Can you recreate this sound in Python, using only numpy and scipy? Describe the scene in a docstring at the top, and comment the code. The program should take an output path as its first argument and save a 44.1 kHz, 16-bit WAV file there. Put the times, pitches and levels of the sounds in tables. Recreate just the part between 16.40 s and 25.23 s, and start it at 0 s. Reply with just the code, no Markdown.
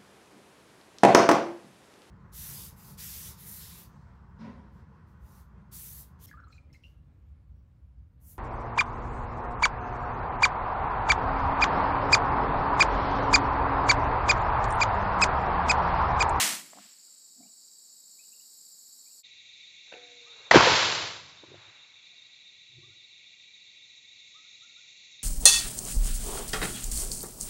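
"""First the dying hiss of a burst pressure can is heard at natural speed, among crickets in a yard.
Then the whole shot plays at half speed: the bow snaps, the arrow hits, gas roars out and the can tumbles.
Hiss, air and insects are filtered noise; crickets, bird and bow are tones; struck things are fading rings.
All times and pitches below are those of the half-speed playing, on the clock of the whole yard.
"""
import sys
import numpy as np
from scipy import signal
from scipy.fft import rfft, irfft
from scipy.io import wavfile
from scipy.ndimage import uniform_filter1d

SR = 44100
rng = np.random.default_rng(int(sys.argv[2]) if len(sys.argv) > 2 else 0)


def boost_factor(decibels):
    """Convert a level in decibels to a linear amplitude factor."""
    exponent = np.asarray(decibels, float) / 20
    return 10 ** exponent


def store_wav(level_fs):
    """Save 16-bit WAV to argv[1]."""
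    pcm = np.round(np.clip(np.atleast_2d(level_fs), -1, 1) * 32767)
    wavfile.write(sys.argv[1], SR, pcm.T.astype(np.int16))


N = 389403

LENGTH = round(10.1 * SR)  # samples of the yard
T = np.arange(LENGTH) / SR  # time in s
FIRST_BLOW_S = 4.111  # the arrow touches the can


def noise():
    """Plain white noise as long as the yard: every pitch equally strong."""
    return rng.standard_normal(LENGTH)


def evened(x):
    """Scales to rms 1, so that a level in dB can be set afterwards."""
    return x / np.sqrt(np.mean(x ** 2) + 1e-20)


def add(mix, s, sound):
    """Mixes a sound in at s seconds."""
    part = mix[round(s * SR):][:len(sound)]
    part += sound[:len(part)]


def coloured(x, points):
    """Filters x by a table of pitches and relative levels, then evens it."""
    f, db = np.transpose(points)
    hz = np.fft.rfftfreq(len(x), 1 / SR)
    curve_db = np.interp(np.log(hz + 1), np.log(f + 1), db)
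    return evened(irfft(rfft(x) * boost_factor(curve_db), len(x)))


def level(rows):
    """Gain that follows a dB curve over time."""
    s, db = np.transpose(rows)
    return boost_factor(np.interp(T, s, db))


def humps(rows):
    """Gain of swells that rise to a peak and die away, added by power."""
    power = 0
    for s, db, rise, fall in rows:
        below_peak_db = np.maximum((s - T) * rise, (T - s) * fall)
        power = power + boost_factor(db - below_peak_db) ** 2
    return np.sqrt(power)


def resonate(x, hz, width):
    """A steep resonance: shift the pitch down to zero, smooth twice, shift back."""
    turn = np.exp(2j * np.pi * hz * T)
    r = np.exp(-np.pi * width / SR)
    smooth = signal.lfilter([1], np.convolve([1, -r], [1, -r]), x / turn)
    return (turn * smooth).real


def wobble(seconds):
    """Slow chance ups and downs of rms 1, from noise smoothed twice."""
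    size = max(round(seconds * SR), 1)
    return evened(uniform_filter1d(uniform_filter1d(noise(), size), size))


def struck(blows, modes, ring=1):
    """A hit body sounds at its own pitches (modes); each blow rings those nearest its aim the most."""
    reach_db_per_octave = 70  # how narrowly a blow picks its modes
    rows = []
    for s, db, aim_hz in blows:
        for hz, t60 in modes:
            miss_db = reach_db_per_octave * abs(np.log2(hz / aim_hz))
            rows.append((s, db - miss_db, hz, ring * t60))
    return rows


def knocks(rows, rise):
    """Each row is a damped ring that swells for a share (rise) of its t60 and sags a little in pitch."""
    out, t = np.zeros(LENGTH), T[:SR // 2]
    for s, db, hz, t60 in rows:
        swell = np.sin(np.pi / 2 * np.minimum(t / (rise * t60), 1)) ** 2
        decay = boost_factor(db - 60 * np.maximum(t / t60 - rise, 0))
        turns = hz * (t + .03 * t60 * (1 - np.exp(-t / (0.74 * t60))))
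        add(out, s, swell * decay * np.sin(2 * np.pi * turns))
    return out


# Colour of far traffic and leaves: [f/Hz, relative level/dB]
AIR_COLOUR = [(24, -42), (40, -11), (92, 0.5), (275, -6.5), (302, -6.5), (671, -10), (937, -12.5),
              (1610, -16), (1800, -15), (2340, -37), (3960, -120)]


def quiet_air():
    """Far traffic and leaves blend into a soft, low noise."""
    return boost_factor(-77) * coloured(noise(), AIR_COLOUR)


# Colour of the far cricket hiss: [f/Hz, relative level/dB]
CHORUS_COLOUR = [(1030, -64.5), (1750, -36), (1900, -19.5), (2240, -8), (2720, -8.5), (3020, -20),
                 (3750, -0.5), (3990, -7.5), (4760, -23.5), (6020, -17), (7600, -21), (9880, -54.5),
                 (16700, -120)]
# Bands of it that swell on their own: [f/Hz, width/Hz, level/dB over the yard level]
CHORUS_BANDS = [(2187, 51, -12.5), (2347, 300, -7), (2700, 230, -13), (2767, 30, -15), (3460, 250, -9),
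                (3910, 300, -9.5), (3999, 810, -5.5), (4480, 330, -16.5)]


def chorus():
    """Countless far crickets blur to hiss, in bands that each swell on their own."""
    out = coloured(noise(), CHORUS_COLOUR)
    for hz, width, db in CHORUS_BANDS:
        band = evened(resonate(noise(), hz, width))
        out += boost_factor(db + 1.7 * wobble(0.033)) * band
    return out


# Beat of each near cricket voice: [f/Hz, pulses per s, place of the pulse in the cycle 0-1]
CRICKET_BEATS = [(1944, 26.29, .14), (3862, 13.95, .77), (3862, 13.95, .5), (3648, 7.43, .08),
                 (3648, 7.43, .33)]
# Its wing scrapes, row by row: [pulse length/s, level/dB over the yard level, pitch scatter/Hz]
CRICKET_WINGS = [(0.028, -7.5, 9.6), (0.034, 5, 6), (0.033, -7.5, 8), (0.041, 5, 9), (0.019, 4.5, 8)]


def crickets():
    """Each wing scrape is a short tone, repeated in nearly steady time, uneven in strength."""
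    out = np.zeros(LENGTH)
    for (hz, rate, place), (length, db, scatter) in zip(CRICKET_BEATS, CRICKET_WINGS):
        cycles = T * rate + .04 * wobble(.1) - place
        away_s = ((cycles + .5) % 1 - .5) / rate  # time from the middle of the nearest pulse
        pulse = np.cos(np.pi * np.clip(away_s / length, -.5, .5))
        tone = np.sin(2 * np.pi * np.cumsum(hz + scatter * wobble(0.012)) / SR)
        out += boost_factor(db + 1.3 * wobble(0.028)) * pulse * tone
    return out


# The yard level of chorus and crickets, fainter for a while after the bang: [t/s, level/dB]
YARD_LEVEL = [(2.8, -57), (4.1, -55), (4.9, -60.5), (5.6, -58.5), (7, -58), (8.5, -57), (10.1, -57)]


def all_crickets():
    """Far and near crickets share one slowly changing loudness."""
    return level(YARD_LEVEL) * (chorus() + crickets())


# Raspy insects that swell on their own: [t/s, level/dB]
RASP_LEVEL = [(2.8, -69), (3.5, -65.5), (4.1, -64.5), (5, -71), (6.5, -73), (7.3, -69.5), (7.9, -64),
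              (8.7, -62), (10.1, -63)]
# Their colour: [f/Hz, relative level/dB]
RASP_COLOUR = [(4500, -31), (5200, -7), (6000, -3), (6700, 0.5), (7100, -5), (7600, -14.5)]


def rasp():
    """Fine dense scraping high up: bright noise that flickers in strength."""
    flicker = boost_factor(1.5 * wobble(.012))
    return level(RASP_LEVEL) * flicker * coloured(noise(), RASP_COLOUR)


# Bird notes, mostly a low one answered by a higher one: [t/s, length/s, level/dB, end f/Hz]
BIRD_NOTES = [(3.853, 0.05, -59.5, 1295), (3.92, 0.035, -65, 1480), (6.422, .04, -66, 1200),
              (6.49, .058, -72, 1465), (7.94, 0.052, -59.5, 1300), (8.02, .07, -71, 1480),
              (8.215, 0.048, -62, 1430), (8.36, .05, -64, 1480), (9.685, .06, -68, 1250),
              (9.775, .04, -72, 1420)]


def bird():
    """Rising whistles, one clear echo and a smear of echoes from the trees."""
    dry = np.zeros(LENGTH)
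    for s, length, db, end_hz in BIRD_NOTES:
        u = np.arange(0, 1, 1 / (length * SR))
        hz = end_hz * (1 - .18 * (1 - u) ** 2.4)  # starts 18 % below its end pitch
        whistle = np.sin(2 * np.pi * np.cumsum(hz) / SR)
        add(dry, s, boost_factor(db) * np.sin(np.pi * u) * whistle)
    trees = rng.standard_normal(SR // 2) * boost_factor(-60 * T[:SR // 2] / 0.74)
    trees = trees / np.linalg.norm(trees)
    echo = np.roll(dry, round(.085 * SR))
    smear = signal.oaconvolve(dry, trees)[:LENGTH]
    return dry + boost_factor(-20) * echo + boost_factor(-5.5) * smear


# Snaps of the string and limbs: [t/s, level/dB at the aimed pitch, most excited f/Hz]
SNAPS = [(3.522, -44.5, 1540), (3.525, -37, 565), (3.525, -43, 2580), (3.53, -55, 750), (3.538, -36, 2580),
         (3.54, -38.5, 465), (3.553, -50, 750), (3.567, -46, 465)]
# Short rings of string and limbs: [f/Hz, t60/s = time to fall by 60 dB]
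SNAP_MODES = [(465, 0.025), (565, .017), (750, 0.025), (1540, 0.02), (2580, 0.013)]
# Long ring of the bow; f is its starting pitch: [f/Hz, level/dB, t60/s]
BOW_RING = [(290, -68.5, 1.8), (387, -57, 0.4), (492, -56, 3.4), (726, -56.5, 0.93)]
# Limb rattle, a tick, the snap and its tail: [peak t/s, level/dB, rise/(dB per s), fall/(dB per s)]
BOW_RATTLE = [(3.48, -64.5, 1000, 450), (3.523, -50.5, 1800, 160), (3.62, -65, 300, 40.5)]
# Colour of that rattle: [f/Hz, relative level/dB]
BOW_RATTLE_COLOUR = [(59, -34), (100, -31.5), (223, -14), (470, 2), (745, -1), (1150, -10.5), (1570, 1.5),
                     (3500, -18.5), (4550, -27.5), (7700, -120)]


def bow():
    """Snaps, rattling noise, and a long ring of limbs and string that sags as it slackens."""
    out = knocks(struck(SNAPS, SNAP_MODES), rise=0.092)
    t = T[:SR]
    turns = t - 0.034 * t ** 2 - 0.083 * t ** 4  # ever slower: the pitch sags
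    stop = np.clip((.55 - t) / 0.22, 0, 1)
    ring = np.zeros(SR)
    for hz, db, t60 in BOW_RING:
        strength = boost_factor(db - 60 * t / t60 + 2.4 * wobble(0.018)[:SR])
        ring += strength * np.sin(2 * np.pi * hz * turns)
    add(out, SNAPS[1][0], stop * ring)
    return out + humps(BOW_RATTLE) * coloured(noise(), BOW_RATTLE_COLOUR)


# Colour of the nearing arrow: [f/Hz, relative level/dB]
RUSH_COLOUR = [(59, -40), (100, -5.5), (217, -22), (494, -1.5), (652, -8), (983, -3), (1800, -7),
               (2340, -41.5), (3960, -120)]


def arrow_rush():
    """The arrow's rush is noise that grows as it nears and stops at contact."""
    contact_db, loss_db_per_s2 = -58, 209  # the loss goes with the square of the time to go
    near = boost_factor(contact_db - loss_db_per_s2 * (FIRST_BLOW_S - T) ** 2) * (T < FIRST_BLOW_S)
    return near * coloured(noise(), RUSH_COLOUR)


# The bang returning from the far field edge, then its long tail:
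# [peak t/s, level/dB, rise/(dB per s), fall/(dB per s)]
FIELD_ECHO = [(5.25, -56.5, 27.5, 43), (5.8, -73.5, 40, 31)]
# Colour of that echo: [f/Hz, relative level/dB]
ECHO_COLOUR = [(250, -17.5), (600, -9.5), (1200, -5.5), (2500, -6), (4500, -21)]


def field_echo():
    """The late echo is so blurred that swells of filtered noise stand for it."""
    return humps(FIELD_ECHO) * coloured(noise(), ECHO_COLOUR)


# Air pushed past the microphone: [peak t/s, level/dB, rise/(dB per s), fall/(dB per s)]
BUFFETS = [(4.125, -42, 1499.5, 33), (4.168, -21.5, 501, 352.5), (4.25, -38.5, 151, 505),
           (4.332, -28.5, 592.5, 898), (4.44, -46, 349.5, 42.5)]


def buffeting():
    """Pushed air thumps at the microphone: swells of low noise around 105 Hz."""
    low = evened(resonate(noise(), 105, 110))
    return humps(BUFFETS) * (T > FIRST_BLOW_S) * low


# The can rolling over on the grass: [t/s, ground thud level/dB, can rattle level/dB]
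GRASS_CONTACTS = [(5.044, -95, -59), (5.09, -58, -59), (5.14, -51.5, -55.5), (5.178, -59.5, -75),
                  (5.278, -61.5, -66), (6.322, -64, -75), (6.382, -53, -68), (6.436, -64, -67),
                  (6.5, -60, -72), (6.572, -70, -79)]
# Pitches of the can that rattle: [f/Hz, width/Hz, relative level/dB]
CAN_RATTLE = [(186, 130, -4), (334, 76, 7.5), (560, 160, -6)]


def tumble():
    """Uneven contact with the grass thuds low and shakes the modes of the can."""
    thud = evened(resonate(noise(), 114.0, 47))
    contact = noise()
    rattle = np.zeros(LENGTH)
    for hz, width, db in CAN_RATTLE:
        rattle += boost_factor(db) * evened(resonate(contact, hz, width))
    # the last two numbers are rise and fall in dB per s
    thud_gain = humps([(s, db, 400, 304) for s, db, _ in GRASS_CONTACTS])
    rattle_gain = humps([(s, db, 500, 300) for s, _, db in GRASS_CONTACTS])
    return thud_gain * thud + rattle_gain * evened(rattle)


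# The arrow's first blow rings the can wall: [t/s after contact, level/dB, f/Hz, t60/s]
PUNCTURE = [(0, -8, 650, .015), (0.00047, -2.5, 1880, .014), (0, -11, 1100, 0.01094), (0, -12, 860, .011),
            (0, -16.5, 3200, 0.00993), (0.015, -27, 5000, 0.013), (0.0049, -22.5, 3400, .012)]
# Blows on can and block, and the can's first bounces:
# [t/s, level/dB at the aimed pitch, most excited f/Hz]
BLOWS = [(4.132, -15, 1980), (4.139, -7, 799), (4.144, -6, 495), (4.1459, -5.5, 1510), (4.156, -1, 343),
         (4.164, -9.5, 230), (4.168, -18, 153), (4.173, -9, 990), (4.207, -9.5, 914), (4.27, -11, 495),
         (5.033, -43, 343), (5.036, -44, 560), (5.039, -49, 990), (5.04, -54, 1510), (5.078, -60, 392),
         (5.1, -55, 343), (5.115, -43.5, 392), (5.135, -48.5, 343), (5.142, -42, 560), (5.15, -50, 680),
         (5.153, -57, 1510)]
# Soft knocks of the empty can lying loose: [t/s, level/dB at the aimed pitch, most excited f/Hz]
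LOOSE_KNOCKS = [(5.082, -54.5, 119), (5.72, -70, 680), (6.356, -53, 119), (6.367, -61, 343),
                (6.41, -68, 343), (6.46, -61, 370), (6.48, -70, 119)]
# Modes of can and block together; t60 is for the blows, before the can lies loose: [f/Hz, t60/s]
CAN_MODES = [(119, 0.04), (152.7, 0.055), (230.3, .04), (343.4, .039), (392, .035), (495.5, .03),
             (560, 0.018), (680, 0.024), (799, 0.0081), (914, .018), (990, 0.012), (1510, 0.0073),
             (1980, 0.00974)]


def can():
    """The puncture, the blows that follow and the loose knocks are short rings of metal and foam."""
    puncture = knocks([(FIRST_BLOW_S + late, *row) for late, *row in PUNCTURE], rise=0.18)
    blows = knocks(struck(BLOWS, CAN_MODES), rise=0.098)
    # lying loose, the can rings 3 times as long
    loose = knocks(struck(LOOSE_KNOCKS, CAN_MODES, ring=3), rise=0.25)
    return puncture + blows + loose


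# Gas bursts, at the puncture, at the tearing of the wall, and the last seep:
# [peak t/s, level/dB, rise/(dB per s), fall/(dB per s)]
GAS_PUFFS = [(4.113, -13, 2700, 902.5), (4.168, -14, 349, 700), (4.9, -54.5, 63, 39)]
# Colour of the gas at high pressure: [f/Hz, relative level/dB]
JET_FULL = [(59, -39), (100, -8), (226, -13), (434, -3.5), (708, -5), (929, 2), (1070, -3), (1540, -4),
            (2610, -8.5), (4920, -14), (7600, -27), (9880, -58), (16700, -120)]
# Colour of the gas at low pressure: [f/Hz, relative level/dB]
JET_THIN = [(59, -31.5), (100, -11.5), (230, -36.5), (286, -9), (520, -10), (683, -5), (804, -10.5),
            (1020, -4), (1820, -5), (4100, -1.5), (7600, -14), (9880, -52), (16700, -120)]


def jet():
    """Escaping gas is turbulent hiss with spits of liquid; high pressure sounds fuller and crackles more."""
    # pressure on a scale of 0-1: held at first, then falling to a rest value
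    hold_s, fall_s, pressure_start, pressure_rest = .11, .16, .9, 0.12
    late = np.maximum(T - FIRST_BLOW_S - hold_s, 0)
    pressure = pressure_rest + (pressure_start - pressure_rest) * np.exp(-late / fall_s)
    # the steady outflow sags evenly, then collapses as the can runs empty
    outflow_s, outflow_db, rise_db_per_s, sag_db_per_s = 4.151, -16.5, 501.5, 20
    emptying_db_per_s3 = 62
    emptying = boost_factor(-emptying_db_per_s3 * np.maximum(T - outflow_s, 0) ** 3)
    outflow = humps([(outflow_s, outflow_db, rise_db_per_s, sag_db_per_s)]) * emptying
    gain = np.hypot(outflow, humps(GAS_PUFFS)) * (T > FIRST_BLOW_S)
    # about 1500 single clicks a second, of very uneven strength
    spit_size = boost_factor(2.9 * np.minimum(rng.exponential(1, LENGTH), 4))
    spits = spit_size * noise() * (rng.random(LENGTH) < 1500 / SR)
    turbulence = noise() * boost_factor(0.79 * wobble(.004) + 0.59 * wobble(0.017))
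    flow = turbulence + 0.54 * pressure * evened(spits)
    full = coloured(flow, JET_FULL)
    thin = coloured(flow[::-1], JET_THIN)  # played backwards, so that it does not line up with full
    return gain * (np.sqrt(pressure) * full + np.sqrt(1 - pressure) * thin)


def scene():
    """Plays the yard twice: first a late part sped up by two, then as written, with a quick fade between."""
    background = quiet_air() + all_crickets() + rasp() + bird()
    shot = bow() + arrow_rush() + field_echo() + buffeting() + tumble() + can() + jet()
    # the microphone's bass cut
    bass_cut = signal.butter(3, 75, "high", fs=SR, output="sos")
    yard = signal.sosfilt(bass_cut, background + shot)
    yard = np.tanh(yard ** 3 / 3 + yard) * .97  # the loudest peaks saturate softly
    treble_cut = signal.firwin(2001, 7635, window=("kaiser", 9), fs=SR)
    yard = signal.oaconvolve(yard, treble_cut, "same")
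    slow_from_s, fast_from_s, fade_out_s, fade_in_s = 2.829, 4.3702, .03, .02
    cut = round(slow_from_s * SR)
    fast = yard[round(fast_from_s * SR)::2][:cut]  # every second sample: double speed
    out = np.r_[fast, yard[cut:N]]
    t = T[:N] - slow_from_s
    fade = np.clip(np.maximum(-t / fade_out_s, t / fade_in_s), 0, 1)
    return (out * fade)[None]


def top_cut(x):
    """Nothing passes above the cut-off."""
    return signal.sosfilt(signal.butter(12, 15470, fs=SR, output="sos"), x)


def record(dry):
    """Adds a trace of circuit hiss and returns the finished sound."""
    hiss = boost_factor(-101) * rng.standard_normal(dry.shape)
    return top_cut(dry + hiss)


dry = scene()
out = record(dry)
store_wav(out)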